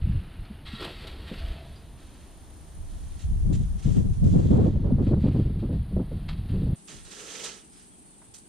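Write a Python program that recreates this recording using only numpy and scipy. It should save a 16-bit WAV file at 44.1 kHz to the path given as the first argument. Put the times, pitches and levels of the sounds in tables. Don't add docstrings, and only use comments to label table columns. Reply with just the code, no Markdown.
import sys
import numpy as np
from scipy import signal
from scipy.fft import rfft, irfft
from scipy.io import wavfile
from scipy.ndimage import uniform_filter1d

SR = 44100
rng = np.random.default_rng(int(sys.argv[2]) if len(sys.argv) > 2 else 0)


def generate_wav(sig):
    pcm = np.round(np.clip(np.atleast_2d(sig).T, -1, 1) * 32767).astype(np.int16)
    wavfile.write(sys.argv[1], SR, pcm)


N = 373968
TIME = np.arange(N) / SR
SLOW_TIME = TIME[::40]
FREQS = np.maximum(np.fft.rfftfreq(N, 1 / SR), 1)
MOVE_S = 6.757
OPPOSITE = np.array([[1], [-1]])

# (start [s], length [s], level [dB], growth [dB], t60 [s], ring [dB], rasp pitch [Hz], rasp [dB])
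BLADE_STROKES = [(0.01, 0.56, -58.5, -4.5, 1.2, -18, 1400, -3),
                 (0.65, 0.14, -45.3, 2.5, 0.15, 3, 3800, -11), (0.797, .06, -42, 4, .13, -4, 4100, -8),
                 (0.87, .41, -49, -4, .3, -7, 3700, -8), (1.268, 0.265, -49.8, 4, 1.0, -12, 3000, -6),
                 (1.97, 0.25, -62, -0.5, 0.92, -10, 3000, -10), (2.89, 0.3, -64, 0, .2, -4, 3400, 0),
                 (3.185, .04, -57, 7, .14, -8, 3400, 3), (3.522, .035, -50.5, 1, .11, -10, 3400, 3),
                 (3.6, .035, -61, 0, .12, -10, 3300, 6), (3.78, .02, -55, 0, .1, 0, 2900, 3),
                 (3.82, 0.17, -53, -3, 0.22, -10, 3200, -2), (4.125, .02, -58, -4, 0.15, -10, 3000, -3),
                 (4.235, 0.44, -56, -1, 0.5, -14, 3400, -3), (5.015, 0.065, -58.5, 0, 0.6, -12, 3900, -5),
                 (5.195, 0.075, -55.5, 2, .4, -16, 2300, -4), (5.31, .11, -59.5, 0, .8, -16, 3000, -9),
                 (5.585, 0.046, -59, -5, 0.25, -8, 4200, -5), (5.715, .03, -62, 1, .4, -6, 3000, -3),
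                 (6.08, 0.41, -64.5, 2, .5, -5, 3400, -8), (6.48, 0.12, -57.5, -7, 2.5, -8, 3400, -8),
                 (6.873, 0.045, -51, 5, 0.5, -10, 3200, -3), (7.04, .08, -55.5, 3, .4, -2, 3100, -9),
                 (7.105, 0.36, -46.6, 11.5, 0.42, -12, 3050, -0.5), (7.51, .08, -58, -4, .1, -14, 2600, -3),
                 (7.72, .08, -63, 4, 0.5, -12, 2500, -6)]
# (time [s], level [dB], t60 [s], treble gain [dB])
EDGE_BITES = [(0.45, -37.5, 0.071, -14), (.8225, -30.5, 0.08, 10), (.846, -35, 0.06, 19),
              (1.072, -30, 0.048, 14.5), (5.066, -43, 0.09, -8), (6.285, -25.5, 0.11, -7),
              (6.375, -48, 0.13, 6), (6.876, -55.5, 0.19, 20.5), (6.993, -44, 0.09, -12),
              (7.437, -45, 0.23, 23.5), (8.339, -48, 0.17, 16)]
# (frequency [Hz], width [Hz], level [dB])
BLADE_MODES = [(1120, 45, -2), (1357, 24, 7), (1700, 40, -8), (1890, 38, 0), (2130, 70, -9), (2620, 36, -1),
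               (2790, 40, -5), (2930, 50, -5), (3290, 80, 0), (3500, 110, -3), (3868, 65, 3),
               (4064, 55, -1), (4325, 65, 2), (4600, 90, 0), (5090, 100, -2), (5830, 80, -3),
               (7580, 100, -3), (8500, 130, -3)]
# (frequency [Hz], level [dB])
GRIT_SPECTRUM = [(400, -15), (900, -4.5), (1500, 0), (3000, -2), (4500, -3), (5500, -1.5), (6450, 1.5),
                 (7400, 0.5), (8500, 0), (9200, -3.5), (11000, -13.5), (15500, -27)]
# (start [s], length [s], level [dB], growth [dB], t60 [s], hollow pitch [Hz], hollow [dB])
SOIL_LOADS = [(0.783, 0.06, -41, 1.5, 0.5, 367, 3), (1.017, 0.37, -54, -10, 0.48, 370, -5),
              (1.39, 0.23, -53, 1, .7, 657, 16), (6.866, 0.082, -54.5, 0, 0.33, 420, 4),
              (7.05, 0.41, -52.5, 18, 0.45, 425, 10)]
# (frequency [Hz], level [dB])
SOIL_SPECTRUM = [(120, -2), (250, 2), (420, 1), (650, -1), (950, -6), (1500, -27), (3000, -30)]
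# (time [s], level [dB], pitch [Hz], t60 [s])
KNOCKS = [(.808, -38, 370, 0.14), (.824, -38, 1050, .07), (.843, -38, 950, .06), (.865, -40, 193, 0.11),
          (.895, -41, 500, 0.04), (1.31, -27, 227, 0.06), (1.314, -36.5, 380, 0.088),
          (6.286, -38, 950, .07), (6.922, -44, 131, 0.48), (6.925, -42, 230, .08), (7.44, -42, 950, .1),
          (8.216, -48, 740, 0.06), (8.216, -49, 1400, 0.045), (8.275, -46, 97, 0.13)]
# (frequency [Hz], correlation [-1 to 1])
DIG_CORRELATION = [(300, 1), (1400, 0.047), (3100, 1), (6800, 0.0038), (12000, 0.082)]
# (delay [s], level [dB])
SHED_ECHOES = [(.0062, -21), (.0135, -13.5), (0.022, -15.5), (.041, -12.5)]

# (start [s], length [s], rumble [dB], flutter over the rumble [dB])
PORT_GUSTS = [(0.008, 0.165, -28, -27), (0.365, 0.06, -43, -35), (1.39, .13, -50, -46),
              (2.763, 0.4, -52, -46), (3.235, 0.06, -39, -42), (3.29, .16, -32, -35),
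              (3.445, 0.175, -24.5, -20), (3.505, .025, -28, -7), (3.62, 0.14, -40, -42),
              (3.848, .065, -21, -15), (3.948, .06, -20, -13), (4.035, .025, -27, -11),
              (4.06, .06, -26, -24), (4.165, .05, -33, -32), (4.218, .075, -17, -15),
              (4.305, .03, -21, -20), (4.335, 0.065, -18.5, -6), (4.415, .08, -22, -7),
              (4.5, 0.14, -18.5, -2), (4.64, .045, -22, -2), (4.73, 0.05, -27, -13), (4.84, 0.075, -25, -4),
              (4.917, .025, -18, -13), (4.983, .045, -21, -2), (5.063, .025, -21.5, -7),
              (5.108, .03, -21, -3), (5.155, .03, -24, -9), (5.235, 0.065, -21, -6),
              (5.343, .06, -19.5, -8), (5.448, 0.06, -26, -14), (5.545, .04, -28, -12),
              (5.62, 0.035, -28, -2), (5.688, 0.08, -26.5, -9), (5.79, .025, -30, -24),
              (5.882, .015, -39, -9), (5.908, .022, -32, -5), (5.935, .025, -25, -24),
              (5.962, 0.055, -27, -2), (6.113, .02, -36, -1), (6.145, 0.035, -28, -20),
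              (6.255, 0.1, -36, -20), (6.375, .025, -31, -19), (6.495, 0.235, -25.5, -12.5),
              (6.92, 0.15, -59, -35)]
# (time [s], thump [dB], flick [dB])
WIND_SLAPS = [(0.068, -27, -58), (0.15, -26, -56), (0.508, -29, -68), (0.739, -28, -68), (3.504, -22, -51),
              (3.555, -23, -65), (3.876, -19, -51), (3.969, -14, -48), (4.234, -16, -44),
              (4.34, -16, -38.5), (4.533, -17, -34), (4.583, -14, -30), (4.662, -24, -31),
              (4.757, -21, -44), (4.852, -22, -39), (4.906, -18, -37), (4.926, -11, -46), (4.984, -19, -34),
              (5.069, -14, -38.5), (5.113, -15, -33), (5.239, -13, -36), (5.349, -18, -38),
              (5.362, -12, -39), (5.69, -24, -44), (5.726, -22, -42), (5.966, -24, -33), (6.013, -27, -41),
              (6.116, -30, -42.5), (6.635, -16.5, -45)]
# (time [s], level [dB])
BREEZE_LEVEL = [(0.0, -29), (0.32, -44), (1.63, -42), (2.27, -51), (3.3, -41.5), (3.43, -30), (3.79, -38),
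                (4.2, -27), (4.5, -19.5), (5.35, -22.5), (5.85, -31), (6.57, -31), (6.74, -54)]
# (level in a light breeze [dB], rise [dB per dB of breeze])
BREEZE_RESPONSE = [(-43.5, 0.64), (-47, 0.94), (-74.5, 1.72)]
# (frequency [Hz], level [dB])
SWELL_SPECTRUM = [(10, -15.5), (28, 3.5), (50, 1.5), (80, -1), (130, -22), (250, -44), (600, -87),
                  (3000, -130)]
RUMBLE_SPECTRUM = [(30, -25), (55, -4), (80, 2), (130, 1), (190, -3.5), (260, -20), (400, -34.5),
                   (900, -76.5), (4000, -120)]
FLUTTER_SPECTRUM = [(110, -18), (210, 8.3), (330, 1), (500, -9), (750, -23.3), (1200, -31.5), (2000, -46),
                    (4000, -70), (12000, -115)]
# (time [s], gain added on the left and taken from the right [dB])
WIND_LEAN = [(2.7, 0), (3.3, 1), (3.8, 2.3), (4.2, .7), (4.6, -0.27)]
# (frequency [Hz], side gain [dB])
PORT_WIDTH = [(30, 1), (90, -.5), (220, 2.5), (400, 7), (700, 14), (1300, 9.5), (2400, 5)]
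# (time [s], share [0-1])
SHELTER_SHARE = [(1.6, 1), (1.7, 0.85), (2.3, .5), (3.1, 0.26), (4.25, 0.07), (4.62, 0.61), (4.76, 0.73),
                 (5.45, 1)]
# (frequency [Hz], gain [dB])
SHELTER_RESPONSE = [(1000, 2.3), (3000, 2.2), (4500, 1.2), (5100, -9), (5900, -19), (6800, -19.5),
                    (7800, -16.5), (9500, -10), (11000, -3), (12000, 0), (13500, -2), (15000, -9)]

# (pitch [Hz], width [Hz], level [dB], pulsing share [0-1])
INSECT_BANDS = [(8750, 700, -71, .2), (9220, 320, -62, .8), (9650, 240, -62, .95), (10350, 700, -72, .6)]
# (frequency [Hz], level [dB])
WINDY_CHORUS_SPECTRUM = [(4410, -22), (7000, -8), (7800, -11), (8500, -4), (9410, -3), (10700, -8),
                         (11400, -14), (12300, -17), (14700, -18), (15500, -20)]
CALM_CHORUS_SPECTRUM = [(4000, -57), (6800, -13), (7140, -20), (8020, -4.5), (9020, 0), (10300, -10.5),
                        (11400, -25), (14100, -27), (15500, -29)]
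# (time [s], gain [dB])
TRILL_HEARD_LEVEL = [(0, 2.5), (1.5, 2.5), (3, 2), (4.2, -0.5), (4.7, -5.5), (5.3, 1), (5.9, 3.3), (6.7, 5)]
# (start [s], length [s], level [dB], start pitch [Hz], end pitch [Hz])
BIRD_CALLS = [(7.6, .07, -65, 3200, 2600), (7.68, .17, -66, 5100, 4950), (7.89, .09, -69, 3330, 3250),
              (8.04, .09, -72, 4500, 4400), (8.11, .06, -71, 3700, 3350)]
# (time [s], level [dB])
HUM_LEVEL = [(0, -64), (1.0, -52.5), (1.5, -47), (1.85, -56), (2.4, -61.5), (2.85, -46), (3.4, -56)]
# (frequency [Hz], level [dB])
WINDY_AIR_SPECTRUM = [(65, -42), (110, -9.5), (181, -3), (315, -5), (420, -10), (538, -13.5), (654, -8.5),
                      (1450, -18), (1840, -20), (2360, -24.5), (3430, -23), (4820, -25), (6530, -20.5),
                      (7800, -41.5), (10100, -57.5), (17200, -120)]
CALM_AIR_SPECTRUM = [(35, -49), (60, -17), (177, 4), (410, -4.5), (522, -15), (554, -12), (844, -8.5),
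                     (1010, -14), (2160, -20.5), (3100, -19.5), (4110, -22), (4360, -20), (4630, -22.5),
                     (7200, -24.5), (9360, -46), (15800, -120)]
# (frequency [Hz], correlation [-1 to 1])
AIR_CORRELATION = [(100, -0.14), (300, 0.9), (700, -0.34), (1400, -0.46), (3100, 0.33), (6500, -0.091),
                   (12000, -0.59)]


def shovel():
    grit = stereo_field(grains(per_s=1700, size_db=-1.0), GRIT_SPECTRUM, DIG_CORRELATION)
    grit = steady(grit, span_s=0.11)
    slips = from_db(0.7 + 1.1 * drift(70) + 0.4 * drift(21))
    return slips * strokes(grit) + from_db(-7.5) * bites(grit)


def strokes(grit, rasp_width=0.32, upper_ratio=2.06):
    judder = from_db(2.6 * drift(160))
    out = np.zeros((2, N))
    for start, length, db, growth_db, t60, ring_db, rasp_hz, rasp_db in BLADE_STROKES:
        span = slice(int(start * SR), int((start + length + t60) * SR))
        hiss = grit[:, span]
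        ring = blade_ring(hiss, ring_db)
        lower = resonance(hiss, rasp_hz, rasp_width * rasp_hz)
        upper = resonance(hiss, upper_ratio * rasp_hz, rasp_width * rasp_hz)
        rasp = rms_one(judder[span] * lower[:, ::-1] - from_db(1) * upper[:, ::-1])
        push = at_samples(envelope(start, length, attack_s=0.011, t60=t60, growth_db=growth_db))
        out[:, span] += from_db(db) * push[span] * rms_one(hiss + ring + from_db(rasp_db) * rasp)
    return out


def bites(grit, split_hz=5500):
    out = np.zeros((2, N))
    for start, db, t60, treble_db in EDGE_BITES:
        span = slice(int((start - 0.003) * SR), int((start + t60) * SR))
        crunch = rms_one(grit[:, span] + blade_ring(grit[:, span], ring_db=-9))
        body = butterworth(crunch, 2, split_hz, "low")
        treble = from_db(treble_db) * butterworth(crunch, 2, split_hz, "high")
        strike = burst(TIME[span] - TIME[span.start], rise_s=0.01, t60=t60)
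        out[:, span] += from_db(db) * strike * (body - treble)
    return out


def blade_ring(grit, ring_db, buried_db=-20, sag=0.04, damping=1.2):
    load = np.clip(ring_db / buried_db, 0, 1)
    contact_db = 2.5 * rng.standard_normal(len(BLADE_MODES)) * np.sqrt(load)
    ring = 0
    for (hz, width_hz, db), extra_db in zip(BLADE_MODES, contact_db):
        mode = resonance(grit, hz * (1 - sag * load), width_hz * (1 + damping * load))
        ring += from_db(db + extra_db) * mode
    return from_db(ring_db) * steady(ring, span_s=0.064)


def grains(per_s, size_db):
    edges_hz = np.geomspace(150, 16000, 8)
    out, count = 0, int(2 * per_s * N / SR)
    for band in zip(edges_hz, edges_hz[1:]):
        sizes = from_db(size_db * np.minimum(rng.exponential(1, count), 4))
        ticks = np.zeros((2, N))
        ticks.flat[rng.integers(0, 2 * N, count)] = sizes * rng.choice([-1, 1], count)
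        out += butterworth(ticks + 1e-18, 2, band, "band")
    return out


def earth(hollow_width_hz=60):
    crumbs = stereo_field(grains(per_s=600, size_db=3.5), SOIL_SPECTRUM, DIG_CORRELATION)
    patter = 0
    for start, length, db, growth_db, t60, hollow_hz, hollow_db in SOIL_LOADS:
        hollow = from_db(hollow_db) * resonance(crumbs, hollow_hz, hollow_width_hz)
        flow = at_samples(envelope(start, length, attack_s=0.035, t60=t60, growth_db=growth_db))
        patter += from_db(db) * flow * rms_one(crumbs + hollow)
    thuds = bumps(KNOCKS, rise_s=0.0036, spread=0.4)[0]
    return from_db(-1.5) * patter + from_db(-3) * thuds


def pebble(start_s=1.758):
    strike = white()[0] * burst(TIME - start_s, rise_s=0.001, t60=0.08)
    ring = resonance(strike, hz=4820, width_hz=170)
    return from_db(-47) * ring / np.abs(ring).max()


def shed_walls(direct):
    return direct + sum(from_db(db) * np.pad(direct, ((0, 0), (int(delay * SR), 0)))[:, :N]
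                        for delay, db in SHED_ECHOES)


def wind():
    swell_gain, rumble_gain, flutter_gain = airflow()
    swell = from_db(1) * swell_gain * steady(colour(white(), SWELL_SPECTRUM), span_s=0.079)
    rumble = colour(white(), RUMBLE_SPECTRUM) * from_db(3.4 * drift(45))
    rumble = from_db(0.5) * rumble_gain * steady(rumble, span_s=0.05)
    flutter = colour(white(), FLUTTER_SPECTRUM) * from_db(5.2 * np.tanh(drift(70)))
    flutter = flutter_gain * steady(flutter, span_s=0.05) * from_db(0.3 + 2 * np.tanh(drift(22)))
    lean = from_db(at_time(WIND_LEAN) * OPPOSITE)
    return lean * (swell + rumble + flutter + slaps())


def airflow(fade_s=0.018, light_breeze_db=-41.5, calm_db=(-64.5, -70, -94), lead_s=0.008):
    windy = np.clip(np.minimum(SLOW_TIME, MOVE_S - SLOW_TIME) / fade_s, 0, 1)
    rise_db = np.interp(SLOW_TIME, *np.transpose(BREEZE_LEVEL)) - light_breeze_db
    swell, rumble, flutter = (windy * from_db(db + slope * rise_db) + (1 - windy) * from_db(still_db)
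                              for (db, slope), still_db in zip(BREEZE_RESPONSE, calm_db))
    for start, length, db, flutter_db in PORT_GUSTS:
        strength = from_db(db) * (windy if start < MOVE_S else 1)
        push = strength * envelope(start - lead_s, length + lead_s, attack_s=0.022, t60=0.17)
        eddies = strength * envelope(start, length, attack_s=0.007, t60=0.09)
        swell = np.hypot(swell, push * from_db(-16.5 - 0.7 * flutter_db))
        rumble = np.hypot(rumble, push)
        flutter = np.hypot(flutter, eddies * from_db(flutter_db))
    return at_samples(swell), at_samples(rumble), at_samples(flutter)


def slaps(thump_hz=175, thump_t60=0.07, flick_hz=445, flick_t60=0.085):
    thump_rows = [(time - 0.008, db, thump_hz, thump_t60) for time, db, _ in WIND_SLAPS]
    flick_rows = [(time - 0.003, db, flick_hz, flick_t60) for time, _, db in WIND_SLAPS]
    thumps = bumps(thump_rows, rise_s=0.0024, spread=0.43)
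    flicks = bumps(flick_rows, rise_s=0.0022, spread=0.43)
    return from_db(-2) * thumps + from_db(6.5) * flicks


def near_insects(trill_hz=29.5):
    out, rasp = 0, white()
    wingbeats = (0.5 + 0.5 * np.cos(2 * np.pi * trill_hz * TIME + 0.7 * drift(6))) ** 3
    for hz, width_hz, db, pulsing in INSECT_BANDS:
        song = rms_one(resonance(resonance(rasp, hz, width_hz), hz, width_hz))
        trill = 1 - pulsing + pulsing * wingbeats
        out += song * trill * from_db(db + 1.8 * drift(1.7) + 1.6 * drift(26))
    return out


def birds():
    out, waver = np.zeros(N), 1 + 0.022 * drift(400)
    for start, length, db, start_hz, end_hz in BIRD_CALLS:
        span = (TIME >= start) & (TIME < start + length)
        progress = (TIME[span] - start) / length
        hz = (start_hz + (end_hz - start_hz) * progress) * waver[span]
        out[span] += from_db(db) * np.sin(np.pi * progress) * np.sin(2 * np.pi * np.cumsum(hz) / SR)
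    return out


def far_hum(hz=69, close_db_per_s=1500):
    past_end_s = np.maximum(TIME - HUM_LEVEL[-1][0], 0)
    gain = from_db(at_time(HUM_LEVEL) - np.minimum(close_db_per_s * past_end_s, 200))
    return gain * np.sqrt(2) * np.sin(2 * np.pi * hz * TIME + 0.61 * drift(7.3))


def garden():
    insects = from_db(-59) * stereo_field(white(), WINDY_CHORUS_SPECTRUM, AIR_CORRELATION)
    insects += near_insects()
    windy = from_db(at_time(TRILL_HEARD_LEVEL)) * insects + far_hum()
    windy += from_db(-53.5) * stereo_field(white(), WINDY_AIR_SPECTRUM, AIR_CORRELATION)
    calm = from_db(-55.84) * stereo_field(white(), CALM_AIR_SPECTRUM, AIR_CORRELATION)
    calm_chorus = stereo_field(white(), CALM_CHORUS_SPECTRUM, AIR_CORRELATION)
    calm += from_db(-55.5 + 1.4 * drift(80)) * calm_chorus
    return np.where(TIME < MOVE_S, windy, calm)


def bumps(rows, rise_s, spread):
    age = TIME[:SR // 2]
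    out = np.zeros((2, N + len(age)))
    for time, peak_db, hz, t60 in rows:
        push = rng.standard_normal((2, len(age))) * burst(age, rise_s, t60)
        body = butterworth(push, 3, [hz / (1 + spread), hz * (1 + spread)], "band")
        start = int(time * SR)
        out[:, start:start + len(age)] += from_db(peak_db) * body / np.abs(body).max(1, keepdims=True)
    return out[:, :N]


def envelope(start, length, attack_s, t60, growth_db=0):
    age = SLOW_TIME - start
    held_db = growth_db * (np.clip(age / length, 0, 1) ** 0.62 - 0.5)
    released_db = 60 * np.clip((age - length) / t60, 0, 3)
    return np.clip(age / attack_s, 0, 1) * from_db(held_db - released_db)


def burst(age, rise_s, t60):
    return np.clip(age / rise_s, 0, 1) * from_db(-60 * np.clip(age / t60, 0, 3))


def stereo_field(pair, spectrum, correlation):
    mid, side = rfft(pair) * from_db(at_hz(spectrum))
    alike = at_hz(correlation)
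    return rms_one(irfft(np.sqrt(1 + alike) * mid + np.sqrt(1 - alike) * side * OPPOSITE, N))


def colour(x, spectrum):
    return irfft(rfft(x) * from_db(at_hz(spectrum)), N)


def resonance(x, hz, width_hz):
    radius = np.exp(-np.pi * width_hz / SR)
    feedback = [1, -2 * radius * np.cos(2 * np.pi * hz / SR), radius ** 2]
    return signal.lfilter(np.array([1, 0, -1]) * (1 - radius ** 2) / 2, feedback, x)


def butterworth(x, order, hz, kind):
    return signal.sosfilt(signal.butter(order, hz, kind, fs=SR, output="sos"), x)


def steady(x, span_s):
    return x / np.sqrt(uniform_filter1d(np.mean(x ** 2, axis=0), int(span_s * SR)) + 1e-9)


def white():
    return rng.standard_normal((2, N))


def drift(per_s):
    knots = rng.standard_normal(4096)
    return rms_one(np.interp(TIME * per_s, np.arange(len(knots)), knots))


def at_hz(table):
    hz, value = np.transpose(table)
    return np.interp(np.log(FREQS), np.log(hz), value)


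def at_time(table):
    return np.interp(TIME, *np.transpose(table))


def at_samples(control):
    return np.interp(TIME, SLOW_TIME, control)


def from_db(db):
    return np.exp(np.asarray(db) * (np.log(10) / 20))


def rms_one(x):
    return x / np.sqrt(np.mean(x ** 2) + 1e-20)


def scene():
    digging = shed_walls(shovel() + earth() + pebble()) * from_db([[-3.0], [2.2]])
    airborne = digging + garden() + birds()
    wind_left, wind_right = wind()
    wind_mid = (wind_left + wind_right) / 2
    wind_side = colour((wind_left - wind_right) / 2, PORT_WIDTH) * OPPOSITE
    open_ports = airborne + wind_mid + wind_side
    sheltered_port = colour(airborne.mean(axis=0) + wind_mid, SHELTER_RESPONSE)
    shelter = at_time(SHELTER_SHARE) * (TIME < MOVE_S)
    return shelter * sheltered_port + (1 - shelter) * open_ports


def record(dry):
    return signal.sosfilt(signal.ellip(10, 0.1, 80, 15450, fs=SR, output="sos"), dry)


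dry = scene()
out = record(dry)
generate_wav(out)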